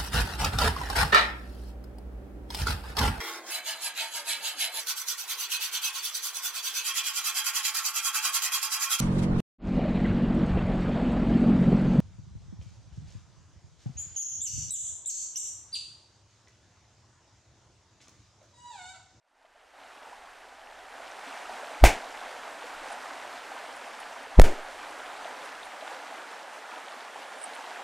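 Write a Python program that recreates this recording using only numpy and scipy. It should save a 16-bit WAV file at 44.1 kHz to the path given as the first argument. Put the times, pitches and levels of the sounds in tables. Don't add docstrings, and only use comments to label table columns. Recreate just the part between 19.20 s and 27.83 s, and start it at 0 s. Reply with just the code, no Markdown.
import sys
import numpy as np
from scipy import signal
from scipy.fft import rfft, irfft, next_fast_len
from scipy.io import wavfile
from scipy.ndimage import uniform_filter1d, map_coordinates

SR = 44100
rng = np.random.default_rng(int(sys.argv[2]) if len(sys.argv) > 2 else 0)


def unload_audio(sound):
    columns = np.transpose(np.atleast_2d(sound))
    steps = np.round(np.clip(columns, -1, 1) * 32767)
    wavfile.write(sys.argv[1], SR, steps.astype(np.int16))


def gain_from_decibels(decibels):
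    exponent = np.asarray(decibels, float) / 20
    return 10 ** exponent


N = 380583

# time_s, rush_db
STREAM_LEVEL = [(0, -80.5), (.17, -66.5), (.4, -58), (.53, -56), (.62, -50.5), (.87, -49), (1.38, -50.5),
                (1.7, -47.5), (2.15, -41.5), (2.74, -41), (3.4, -42), (3.85, -41), (5.08, -43.5),
                (5.34, -41.5), (5.8, -41.5), (7.3, -43), (8.63, -42)]
# freq_hz, level_db (per Hz)
RUSH_COLOUR = [(53, -94), (90, -89.5), (151, -27.5), (260, -14.5), (353, -16), (706, -1.5), (821, -1),
               (1090, -5.5), (1570, -5), (3660, -17), (5070, -21), (8530, -25), (13500, -38), (15000, -49),
               (16000, -59.5)]
# freq_hz, level_db (per Hz)
SPRAY_COLOUR = [(2060, -48), (3500, 10), (5090, -14), (8690, 14), (13700, -18), (15100, -30), (16000, -45)]
# freq_hz, side_minus_mid_db
STREAM_WIDTH = [(60, -10), (110, -3), (200, -11.5), (380, -7), (700, -14.5), (1290, -40), (2380, -24),
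                (4400, -45), (8120, -11), (15000, -10.5)]
# freq_hz, left_minus_right_db
STREAM_LEAN = [(60, 0.0), (110, 6), (200, -4), (380, -2), (700, -1), (1290, -1.5), (2380, 0.5), (4400, -1),
               (8120, -4), (15000, -1)]
# centre_s, swell_db, half_length_s
WIND_GUSTS = [
    (.37, 5, .1),
    (1.08, 9, .14),
    (1.55, 10, .25),
    (2.3, 5, .06),
    (2.95, 6, .25),
    (3.63, 13, .13),
    (5.46, 12, .14),
    (5.8, 7, .25),
]
# start_s, peak_db, pitch_hz
BIG_BUBBLES = [(0.248, -46.5, 644), (1.719, -43, 690), (1.985, -49, 697), (2.07, -43, 263),
               (2.079, -38, 912.4), (2.294, -28.5, 690), (2.43, -31, 566), (3.419, -32, 860),
               (3.439, -35, 486), (3.858, -31, 1220), (4.317, -27.5, 770), (5.999, -33, 853),
               (6.054, -26, 633), (6.624, -29.5, 630), (7.958, -28, 790), (8.17, -40, 850),
               (8.296, -33, 784)]
# start_s, peak_db, pitch_hz
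SPLASH_TICKS = [(1.4726, -33.5, 2536), (1.915, -38, 5560), (2.2594, -33, 2600), (3.1894, -47, 2830),
                (4.2078, -35, 2750), (4.8303, -31, 2670), (5.4195, -42, 3030), (6.2244, -45, 2950),
                (6.35, -33, 2540), (6.4314, -30.5, 3450), (6.7436, -49, 2700), (8.3344, -36, 3860),
                (8.4442, -33, 2900)]
# end_s, strength (full scale x ms)
LEAD_SWELLS = [
    (2.6321, -6.8),
    (5.1859, 18.6),
]
# start_s, blow (full scale x ms), first_recoil (full scale x ms),
# recoil_wait_s, share_kept_each_swing
AIR_PUSHES = [
    (2.64, 22.6, -7.9, .003, .46),
    (5.1964, 180.4, 16.25, .01335, .4),
]
# start_s, peak_db, skull_hz, skull_t60_s, tail_wait_s
HORN_BLOWS = [
    (2.6394, 12, 720, .012, .003),
    (5.1973, 14, 560, .007, .019),
]
# start_s, peak_db, ring_hz, t60_s
ROCK_ECHOES = [
    (2.650, -15, 820, .03),
    (2.6585, -10, 2330, .022),
    (2.667, -16, 2200, .015),
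    (5.2155, -19, 800, .02),
]
# freq_hz, level_db (per Hz)
TAIL_COLOURS = [
    [(120, -29), (200, -5), (509, -8.5), (612, -2), (709, -4), (806, 0), (1210, -22), (1370, -29),
     (1480, -8), (2330, -7.5), (3970, -20), (7270, -18), (16000, -31)],
    [(120, -46), (200, -0.5), (448, 0.5), (623, -13), (709, 3), (1140, -18.5), (1350, -8), (3490, -19),
     (3900, -25), (7270, -21), (16000, -33)],
]
# freq_hz, t60_s
TAIL_DECAY = [(200, 0.31), (700, 0.34), (1500, 0.27), (4000, 0.3), (10000, 0.22), (15000, 0.17)]
# tail level_db, stretch of its decay, time it takes to fill in_s
TAIL_LEVEL_DB = [-18, -20]
TAIL_STRETCH = [0.95, 1.16]
TAIL_FILL_S = [0.0022, 0.029]


def unit(x):
    return x / np.sqrt(np.mean(x ** 2) + 1e-20)


def along(points, hz):
    f, v = np.transpose(points)
    return np.interp(np.log(hz + 1), np.log(f + 1), v)


def wobble(rate):
    knots = rng.standard_normal(int(N * rate / SR) + 4)
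    return map_coordinates(knots, [np.arange(N) * rate / SR])


def filtered(x, response):
    size = next_fast_len(N + SR)
    hz = np.fft.rfftfreq(size, 1 / SR)
    return irfft(rfft(x, size) * response(hz), size)[..., :N]


def patchy(mid_db, side_db):
    z = signal.stft(rng.standard_normal((2, N)), nperseg=512)[2]
    field = uniform_filter1d(rng.standard_normal(z.shape), size=9, axis=1)
    field = uniform_filter1d(field, size=8, axis=2)
    depth_db = np.reshape([mid_db, side_db], (2, 1, 1))
    return signal.istft(z * gain_from_decibels(depth_db * unit(field)), nperseg=512)[1][:, :N]


def bubbles(s, db, hz, t60, rise, size):
    t = np.arange(size) / SR
    hz, t60 = hz[:, None], t60[:, None]
    shape = gain_from_decibels(db[:, None] - 60 * t / t60) * (1 - np.exp(-t * hz))
    wave = shape * np.sin(2 * np.pi * hz * (t + rise * t * t / (2 * t60)))
    at = np.round(s * SR).astype(int)[:, None] + np.arange(size)
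    return np.bincount(at.ravel(), wave.ravel(), N + size)[:N]


def placed(pair, spectrum):
    def colour(hz):
        return gain_from_decibels(along(spectrum, hz) + [0 * hz, along(STREAM_WIDTH, hz)])

    mid, side = filtered(pair, colour)
    both = np.array([mid + side, mid - side]) / np.std(mid)
    return filtered(both, lambda hz: gain_from_decibels(np.outer([.5, -.5], along(STREAM_LEAN, hz))))


def bubble_swarm():
    u = rng.random((4000, 4))
    hz = 250 * 24 ** u[:, 1]
    db = 2.5 * np.log2(hz) - 2.5 * np.log(u[:, 2] + .02)
    return bubbles(u[:, 0] * N / SR, db, hz, (10 + 20 * u[:, 3]) / hz, rise=.3, size=1600)


def droplet_spit():
    v = rng.random((1500, 3))
    hz = 3000 * 4 ** v[:, 1]
    db = -3 * np.log(v[:, 2] + .02)
    return bubbles(v[:, 0] * N / SR, db, hz, 5 / hz, rise=.1, size=120)


def stream():
    time_s, level_db = np.transpose(STREAM_LEVEL)
    rush_db = np.interp(np.arange(N) / SR, time_s, level_db)
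    water = patchy(mid_db=.7, side_db=4)
    water[0] = unit(water[0]) + gain_from_decibels(-13) * unit(bubble_swarm())
    water[0] = water[0] + gain_from_decibels(-13) * unit(droplet_spit())
    water[1] = unit(water[1])
    swell_db = .25 * wobble(2.5) + .55 * wobble(14)
    spray_db = rush_db - 33.5 + 2.5 * wobble(3.64) + swell_db + 2.078 * wobble(21)
    spray = gain_from_decibels(spray_db) * placed(patchy(mid_db=-3.5, side_db=14.5), SPRAY_COLOUR)
    return gain_from_decibels(rush_db + swell_db) * placed(water, RUSH_COLOUR) + spray


def rumble():
    t = np.arange(N) / SR
    fade_db = -28 * np.exp(-t / .2)
    gusts_db = sum(db * np.exp(-((t - s) / half) ** 2) for s, db, half in WIND_GUSTS)
    wind_db = -78 + fade_db + gusts_db

    def wind_colour(hz):
        return (hz > 12) / (1 + (hz / 35) ** 2) / (1 + (hz / 110) ** 4)

    wind = unit(filtered(rng.standard_normal(N), wind_colour))
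    hum_db = -82.5 + fade_db + 3.3 * wobble(7.9)
    hum_hz = 70 + .75 * t
    hum = np.sqrt(2) * np.sin(2 * np.pi * np.cumsum(hum_hz) / SR + 1.1 * wobble(7))
    lift_on = np.clip((6.51 - t) / 0.017, 0, 1) + np.clip((t - 8.54) / 0.071, 0, 1)
    return lift_on * (gain_from_decibels(wind_db) * wind + gain_from_decibels(hum_db) * hum)


def drops():
    s, db, hz = np.transpose(BIG_BUBBLES)
    plops = bubbles(s, db + 1.5, hz, 26.3 / hz, rise=.2, size=4000)
    s, db, hz = np.transpose(SPLASH_TICKS)
    ticks = bubbles(s, db - 0.5, hz, .008 + 0 * hz, rise=.4, size=1000)
    return filtered(plops + ticks, lambda hz: 1 / (1 + (170 / (hz + 1)) ** 8))


def squashed(x, top, knee):
    return x / (1 + np.abs(x / top) ** knee) ** (1 / knee)


def thump():
    pushes, swell_ends, turn = np.zeros(N), np.zeros(N), np.arange(8)
    swing_s, slows = .011, 1.12
    swings_s = swing_s * (slows ** turn - 1) / (slows - 1)
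    for s, blow, recoil, wait, keeps in AIR_PUSHES:
        at = s + np.r_[0, wait + swings_s]
        pushes[np.round(at * SR).astype(int)] = np.r_[blow, recoil * (-keeps) ** turn]
    for end, strength in LEAD_SWELLS:
        swell_ends[round(end * SR)] = strength
    swelling = filtered(swell_ends, lambda hz: 1 / (1 - 1j * hz / 19.2))
    air = (pushes + swelling) * SR / 1000

    def cut_and_lift(hz):
        cut = (1j * hz / (4.22 + 1j * hz)) ** 3 * (1j * hz / (9.48 + 1j * hz)) ** 2
        lift = np.exp(-(hz / 83.4) ** 2.2) * (1 - .69 * np.exp(-(hz / 26) ** 2))
        return cut * lift

    return squashed(filtered(air, cut_and_lift), top=.7, knee=6)


def slope_tail(t, colour, stretch):
    f, at, z = signal.stft(rng.standard_normal(len(t)), SR, nperseg=256)
    decay_db = 60 * at / stretch / along(TAIL_DECAY, f)[:, None]
    z = z * gain_from_decibels(along(colour, f)[:, None] - decay_db)
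    tail = signal.istft(z, SR, nperseg=256)[1][:len(t)]
    no_bass = signal.butter(3, 210, "high", fs=SR, output="sos")
    tail = signal.sosfilt(no_bass, tail)
    return tail / np.std(tail[:SR // 20])


def horns():
    out, t = np.zeros(N), np.arange(SR // 2) / SR
    slap_levels_db = [-14.5, -20.5]
    settings = zip(HORN_BLOWS, TAIL_COLOURS, TAIL_LEVEL_DB, TAIL_STRETCH, TAIL_FILL_S, slap_levels_db)
    for (s, db, hz, t60, wait), colour, tail_db, stretch, fill, slap_db in settings:
        knock = -gain_from_decibels(db - 60 * t / t60) * np.sin(2 * np.pi * hz * t)
        grit = signal.lfilter([1], [1, -.7], rng.standard_normal(len(t)))
        crack = gain_from_decibels(-6 - 60 * t / .007) * grit
        arrival = 1 / (1 + np.exp((wait - t) / .001))
        slap = gain_from_decibels(slap_db - 60 * np.abs(t - wait) / .026) * grit * arrival
        tail = gain_from_decibels(tail_db) * slope_tail(t, colour, stretch)
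        scatter = gain_from_decibels(0.67 * wobble(134)[:len(t)])
        tail = tail * scatter * arrival * (1 - .5 * np.exp(-t / fill))
        out[round(s * SR):][:len(t)] += knock + crack + slap + tail
    s, db, hz, t60 = np.transpose(ROCK_ECHOES)
    return out + bubbles(s, db, hz, t60, rise=0, size=4000)


def scene():
    return stream() + rumble() + drops() + thump() + horns()


def roll_off(x):
    return signal.sosfilt(signal.butter(12, 16720, fs=SR, output="sos"), x)


def record(dry):
    clipped = squashed(dry, top=.57, knee=16)
    load = uniform_filter1d(np.abs(clipped[0]), size=400)
    ripple = unit(filtered(rng.standard_normal(N), lambda hz: 1 / (1 + (hz / 900) ** 1.46)))
    rough = clipped + gain_from_decibels(-34.5) * load * ripple
    mix = filtered(rough, lambda hz: np.clip((16200 - hz) / 500, 0, 1) ** 2)
    return roll_off(mix)


dry = scene()
out = record(dry)
unload_audio(out)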